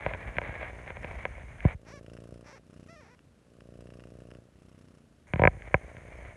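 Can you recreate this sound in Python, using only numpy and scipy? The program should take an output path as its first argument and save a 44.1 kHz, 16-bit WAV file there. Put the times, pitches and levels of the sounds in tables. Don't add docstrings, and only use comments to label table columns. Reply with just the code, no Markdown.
import sys
import numpy as np
from scipy import signal
from scipy.fft import rfft, irfft
from scipy.io import wavfile
from scipy.ndimage import uniform_filter1d

SR = 44100
rng = np.random.default_rng(int(sys.argv[2]) if len(sys.argv) > 2 else 0)


def store_pcm(level_fs):
    pcm = np.round(np.clip(level_fs, -1, 1) * 32767).astype(np.int16)
    wavfile.write(sys.argv[1], SR, np.atleast_2d(pcm).T)


N = 280476
TIME = np.arange(N) / SR
BINS_HZ = np.arange(4097) * SR / 8192 + 1

# start_s, end_s, start_rate_hz, middle_rate_hz, end_rate_hz, is_inward,
# level_db, swell_s, hold_s, fade_s
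BREATHS = [(0.0185, .92, 29.45, 29.45, 29.45, 0, -56, .04, .82, .1),
           (.95, 1.74, 31, 30, 28, 1, -54, .08, .12, .25),
           (1.7596, 2.615, 27.62, 28.64, 30.18, 0, -49.5, .24, .36, .13),
           (2.6346, 3.44, 31.21, 28.91, 28.63, 1, -52.5, .12, .06, .13),
           (3.4495, 4.505, 28.97, 30.38, 29.75, 0, -51, .37, .54, .06),
           (4.5264, 5.27, 31.68, 31.11, 25.03, 1, -61, .08, .37, .05),
           (5.3345, 6.36, 29.3, 29.3, 29.3, 0, -57, .65, .2, .15)]
# start_s, end_s, start_scrape_db, end_scrape_db, rumble_db
GRIP_SPANS = [(0, 1.748, -46, -55.5, -47), (5.27, 6.37, -58, -53.5, -50.5)]


def undb(db):
    return 10 ** (np.asarray(db) / 20)


def unit(x):
    return x / np.sqrt(np.mean(x ** 2) + 1e-18)


def noise():
    return rng.standard_normal(N)


def walk(rate_hz):
    return 1.2 * np.interp(TIME * rate_hz, np.arange(N), noise())


def during(start, end):
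    return uniform_filter1d(1. * ((TIME >= start) & (TIME < end)), size=128)


def gripped():
    return sum(during(start, end) for start, end, *_ in GRIP_SPANS)


def clicks(times, sizes):
    samples = np.clip(np.round(np.asarray(times) * SR).astype(int), 0, N)
    return np.bincount(samples, sizes, N + 1)[:N]


def buzz(hz):
    phase = np.cumsum(hz) / SR
    offset = (phase - np.round(phase)) * SR / hz
    return np.sinc(offset) * np.exp(-(offset / 8) ** 2) * np.sqrt(SR / hz)


def minimum_phase(gain):
    cepstrum = irfft(np.log(gain + 1e-9))
    half = len(cepstrum) // 2
    cepstrum[1:half] *= 2
    cepstrum[half + 1:] = 0
    return np.exp(rfft(cepstrum))


def colour(x, spectrum):
    hz, db = np.transpose(spectrum)
    gain = undb(np.interp(np.log(BINS_HZ), np.log(hz), db))
    ring = irfft(minimum_phase(gain))
    return signal.oaconvolve(x, ring / np.linalg.norm(ring))[:N]


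def hiss(buzz_hz=60, tick_hz=20):
    # frequency_hz, gain_db
    floor_spectrum = [(25, -6), (60, 13.5), (200, 6.5), (600, -2.5), (900, -10.5), (1600, -10.5),
                      (2200, -15.5), (2800, -16), (4200, -19.5), (5300, -22), (6500, -21.5), (10000, -23.5),
                      (12000, -28)]
    # frequency_hz, gain_db
    sizzle_spectrum = [(3000, -12), (5000, -16.5), (6400, 6), (7900, -8), (9100, 4.5), (10000, -5.5),
                       (10600, -24.5), (12000, -21.5)]
    drone = np.resize(noise()[:int(SR / buzz_hz)], N)
    ticking = np.exp(-((TIME - .03) * tick_hz % 1) / .033)
    sizzle = colour(noise() * (1 + 3 * ticking) + .7 * drone, sizzle_spectrum)
    return undb(-62.5) * colour(noise(), floor_spectrum) + undb(-76) * gripped() * sizzle


def rubbing(grain_db=4, slips_per_s=900, unsteady_db=2, settle_s=.017):
    # middle_s, length_s, scrape_db, rumble_db
    scuffs = [(.09, 0.24, -46, -43), (.285, .11, -48, -39.5), (.47, 0.16, -43, -52),
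              (.64, 0.17, -42.5, -51), (1.17, 0.53, -48.5, -47), (1.68, 0.14, -40.5, -41),
              (5.42, .2, -52, -46.5), (5.69, .1, -55.5, -59), (6.255, 0.13, -50.5, -57)]
    # frequency_hz, gain_db
    scrape_spectrum = [(150, -6.5), (350, -2.5), (620, 5.5), (830, 0.5), (960, 0), (1300, -4), (1650, 0.5),
                       (2250, 5), (2600, -8.5), (3400, -18), (4100, -26.5), (5200, -46)]
    # frequency_hz, gain_db
    rumble_spectrum = [(20, -31.5), (35, 0.5), (55, 10), (110, 1), (170, -11), (260, -20), (500, -54.5)]
    drag, sway = np.zeros((2, N))
    for start, end, first_db, last_db, rumble_db in GRIP_SPANS:
        drag += during(start, end) * undb(np.interp(TIME, [start, end], [first_db, last_db]))
        sway += np.clip(np.minimum(TIME - start, end - TIME) / settle_s, 0, 1) * undb(rumble_db)
    for middle, length, scrape_db, rumble_db in scuffs:
        arch = np.cos(np.pi * np.clip((TIME - middle) / length, -.5, .5))
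        drag = np.hypot(drag, undb(scrape_db) * arch)
        sway = np.hypot(sway, undb(rumble_db) * arch)
    slips = (rng.random(N) < slips_per_s / SR) * np.sign(noise())
    slips *= undb(grain_db * np.minimum(rng.exponential(size=N), 4))
    scrape = colour(unit(unit(slips) + noise()), scrape_spectrum) * undb(unsteady_db * walk(50))
    return drag * scrape + sway * colour(noise(), rumble_spectrum)


def squeaks():
    # start_s, end_s, start_pitch_hz, end_pitch_hz, level_db
    glides = [(0.0, 0.092, 595, 520, -55), (0.167, 0.349, 586, 555, -54), (0.425, 0.574, 543, 545.4, -48),
              (0.55, 0.707, 550, 536, -48)]
    # frequency_hz, gain_db
    squeak_spectrum = [(400, -16), (1100, -9), (1650, 0), (2250, -1), (2700, -16), (3400, -26), (4100, -38),
                       (5000, -50)]
    out = np.zeros(N)
    for start, end, first_hz, last_hz, db in glides:
        jitter = np.exp(.012 * walk(40) + .025 * walk(500))
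        hz = np.interp(TIME, [start, end], [first_hz, last_hz]) * jitter
        swell = np.sqrt(np.sin(np.pi * np.clip((TIME - start) / (end - start), 0, 1)))
        out += buzz(hz) * swell * undb(db)
    return colour(out, squeak_spectrum)


def knocks(dispersion=.0537, deepest_hz=48, blow_db=44):
    # time_s, thud_db, body_db, click_db
    blows = [(.063, -32.5, -26, -30.5), (.11, -55, -38.5, -48), (0.136, -41.5, -42.5, -34),
             (0.147, -44, -38.5, -43), (0.274, -47, -55, -46.5), (0.368, -34.5, -65, -37.5),
             (0.384, -39, -29.5, -24), (0.416, -47, -37, -39.5), (0.487, -37, -52, -50),
             (0.877, -53, -49, -41.5), (.904, -45.5, -40.5, -39), (0.969, -55, -43, -42.5),
             (1.045, -41, -39, -37), (1.112, -57, -44, -45.5), (1.253, -41.5, -31, -28.5),
             (1.38, -59, -47, -53), (1.433, -45, -56, -56), (1.605, -51, -80, -41), (1.651, -13, -28, -43),
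             (5.336, -23.5, -32, -28.5), (5.359, -28, -39, -38.5), (5.395, -22, -23.5, -34.5),
             (5.4187, -20, -19.5, -33), (5.437, -23, -16.5, -18), (5.4523, -18.5, -18, -17),
             (5.474, -20, -17.5, -13), (5.621, -65, -75, -44), (5.7427, -21.5, -18.5, -15.5),
             (5.968, -47, -59, -46.5)]
    # frequency_hz, bandwidth_hz, gain_db
    housing_modes = [(75, 81, 2), (147, 105, 1), (353, 214, -9.5), (559, 226, 1.5), (757, 78, -4),
                     (979, 175, -3), (1290, 110, -13.5), (1620, 314, -7), (2214, 620, -5), (3300, 860, -17),
                     (4270, 900, -13)]
    out = np.zeros(N + SR)
    phase_lag = np.exp(-4j * np.pi * dispersion * np.sqrt(BINS_HZ))
    bands_hz = [247, 520, 930, 1550]
    for time_s, thud_db, body_db, click_db in blows:
        cutoff_hz = np.interp(click_db, [-26, -17], [2900, 2350])
        contact = 1 / np.sqrt((1 + (BINS_HZ / cutoff_hz) ** 16) * (1 + (deepest_hz / BINS_HZ) ** 6))
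        shifts = 1 + .02 * rng.standard_normal(len(housing_modes))
        modes = sum(undb(db) / (1 + (2 * (BINS_HZ - hz * shift) / width) ** 2) ** 1.39
                    for (hz, width, db), shift in zip(housing_modes, shifts))
        bands_db = [thud_db + 2.5, body_db, body_db, click_db]
        force = undb(blow_db + np.interp(np.log(BINS_HZ), np.log(bands_hz), bands_db))
        ring = irfft(minimum_phase(modes * contact * force) * phase_lag)
        at = int((time_s - .001) * SR)
        out[at:at + len(ring)] += ring
    return out[:N]


def kitten(hoarse_hz=390, clean_hz=532, break_s=.022, brightening=1.07, crossover_hz=3300):
    # (time_s, pitch_hz)
    mews = [(-50, 0.04, 0.0084, 25, 0.32, [(1.845, 253.2), (1.87, 275), (1.89, 323), (1.926, 553),
            (1.94, 587), (1.96, 578), (2.0, 520)]), (-49.5, 0.041, 0.015, 35, .65, [(2.432, 241.4),
            (2.49, 311.4), (2.515, 313), (2.533, 540), (2.55, 546), (2.562, 435), (2.594, 378)]),
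            (-54, 0.0059, 0.01, 19.6, .65, [(2.882, 594.5), (2.902, 668), (2.948, 679), (2.97, 603),
            (3.0, 618), (3.02, 493), (3.07, 366.5), (3.118, 501), (3.158, 485)])]
    # frequency_hz, gain_db
    formants = [(250, -15), (550, -0.5), (1150, -4.5), (1450, -6), (1850, -3.5), (2400, -7), (3000, -18.5),
                (4200, -17), (5000, -13.5), (5700, -8), (6500, -17.5), (8500, -27), (12000, -35)]
    lowpass = signal.butter(2, crossover_hz, fs=SR, output="sos")
    voice = np.zeros(N)
    for level_db, attack_s, release_s, sag, hoarseness, contour in mews:
        times, pitches = np.transpose(contour)
        hz = np.interp(TIME, times, pitches)
        age, left = np.maximum(TIME - times[0], 0), times[-1] - TIME
        envelope = np.clip(np.minimum(age / attack_s, left / release_s), 0, 1)
        loudness = undb(level_db - sag * age) * envelope
        rough = np.interp(hz, [hoarse_hz, clean_hz], [hoarseness, .025])
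        rough = np.clip(rough + .96 * np.clip(1 - left / break_s, 0, 1), 0, 1)
        jitter = np.exp((.004 + .11 * rough) * walk(550))
        shimmer = undb(2.5 * rough * walk(400))
        source = (1 - .4 * rough) * buzz(hz * jitter) * shimmer + .55 * rough * noise()
        lower = signal.sosfiltfilt(lowpass, source)
        upper = (source - lower) * (loudness / undb(-49.5)) ** brightening
        voice += (lower + upper) * loudness
    return colour(voice, formants)


def effort(idle_db=-65):
    out = np.full(N, undb(idle_db))
    for start, end, *_, db, swell_s, hold_s, fade_s in BREATHS:
        age = TIME - start
        shape = np.clip(age / swell_s, 0, 1) * np.exp(-np.maximum(age - swell_s - hold_s, 0) / fade_s)
        out += undb(db) * shape * during(start, end)
    return out


def glottal_pulses(start, end, rates, lag_cycles, weak_db):
    rate = np.interp(TIME, np.linspace(start, end, len(rates)), rates)
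    phase = np.cumsum(rate * (TIME >= start)) / SR
    cycles = np.arange(int(np.interp(end, TIME, phase)) + 1) + 1e-6
    scatter = rng.standard_normal((len(cycles), 4)) * [.0005, .0007, 1, 1.9]
    strong_jitter_s, weak_jitter_s, strong_shimmer_db, weak_shimmer_db = scatter.T
    strong_s = np.interp(cycles, phase, TIME) + strong_jitter_s
    weak_s = np.interp(cycles + lag_cycles, phase, TIME) + weak_jitter_s
    weak_sizes = undb(weak_db + weak_shimmer_db) * (weak_s < end)
    return clicks(strong_s, undb(strong_shimmer_db)), clicks(weak_s, weak_sizes)


def purr(rasp_decay_s=.0071, smack_db=6.5, smack_scatter_db=4):
    # frequency_hz, gain_db
    snap_spectrum = [(25, -39), (50, 0.5), (130, 3.5), (220, -3), (330, -4.5), (570, -5), (670, -10),
                     (830, -31.5), (1300, -33), (2500, -43), (5000, -80)]
    # frequency_hz, gain_db
    swell_spectrum = [(25, -21.5), (55, -2), (150, 0.5), (240, -1), (350, -8.5), (470, -14), (620, -13),
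                      (800, -30), (1400, -38), (2200, -30), (5000, -55)]
    # frequency_hz, gain_db
    hollow_ring = [(250, -19), (420, -5.5), (660, 3), (780, -5), (950, -22.5), (1400, -38.5)]
    # frequency_hz, gain_db
    rasp_spectrum = [(600, -22.5), (1150, 5.5), (1750, -2), (2200, -7), (2750, 1.5), (3400, -9.5),
                     (4500, -11), (5300, -4.5), (6100, -9), (7500, -10.5), (10000, -10), (12000, -24)]
    # frequency_hz, gain_db
    tick_spectrum = [(500, -14), (900, 0), (1150, 2.5), (1800, 4.5), (2250, -6), (2750, 5.5), (4200, -22.5),
                     (5300, -5.5), (6300, -25.5), (7500, -21.5), (10000, -16), (12000, -69)]
    # time_s, level_db
    loud_ticks = [(2.064, -32.5), (2.099, -34), (2.168, -33), (2.175, -32), (3.192, -36.5), (3.607, -32.5),
                  (3.871, -35.5), (3.904, -33), (3.938, -35.5), (3.997, -34), (4.004, -37), (4.039, -33.5),
                  (4.306, -35), (4.315, -30), (4.35, -34)]
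    snapping, swelling, rasp_drive, weak_pulses = np.zeros((4, N))
    for start, end, *rates, is_inward in (row[:6] for row in BREATHS):
        if is_inward:
            strong, weak = glottal_pulses(start, end, rates, lag_cycles=.28, weak_db=-8)
            swelling += strong
            snapping += weak
            rasp_drive += .64 * strong + 1.6 * weak
        else:
            strong, weak = glottal_pulses(start, end, rates, lag_cycles=.5, weak_db=-7)
            snapping += strong + weak
            rasp_drive += .26 * strong + 1.3 * weak
        weak_pulses += weak
    swells = colour(swelling[::-1], swell_spectrum)[::-1]
    thumps = undb(30.5) * (swells - colour(snapping, snap_spectrum))
    thumps += undb(25) * gripped() * colour(snapping, hollow_ring)
    flutter = signal.lfilter([1], [1, -np.exp(-1 / (rasp_decay_s * SR))], rasp_drive)
    unevenness = undb(1.6 * walk(120))
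    rasp = undb(-8) * colour(flutter * noise() * unevenness, rasp_spectrum)
    smacks = colour(weak_pulses * undb(smack_db + smack_scatter_db * noise()), tick_spectrum)
    tick_s, tick_db = np.transpose(loud_ticks)
    ticks = colour(clicks(tick_s, undb(tick_db)), tick_spectrum)
    return effort() * (thumps + rasp + smacks) + ticks


def scene():
    return (purr() + kitten() + knocks() + rubbing() + squeaks() + hiss())[None]


def record(dry):
    bottom_hz, top_hz = 30, 11800
    thinned = signal.sosfilt(signal.butter(2, bottom_hz, "high", fs=SR, output="sos"), dry)
    return signal.sosfilt(signal.ellip(8, .2, 70, top_hz, fs=SR, output="sos"), thinned)


dry = scene()
out = record(dry)
store_pcm(out)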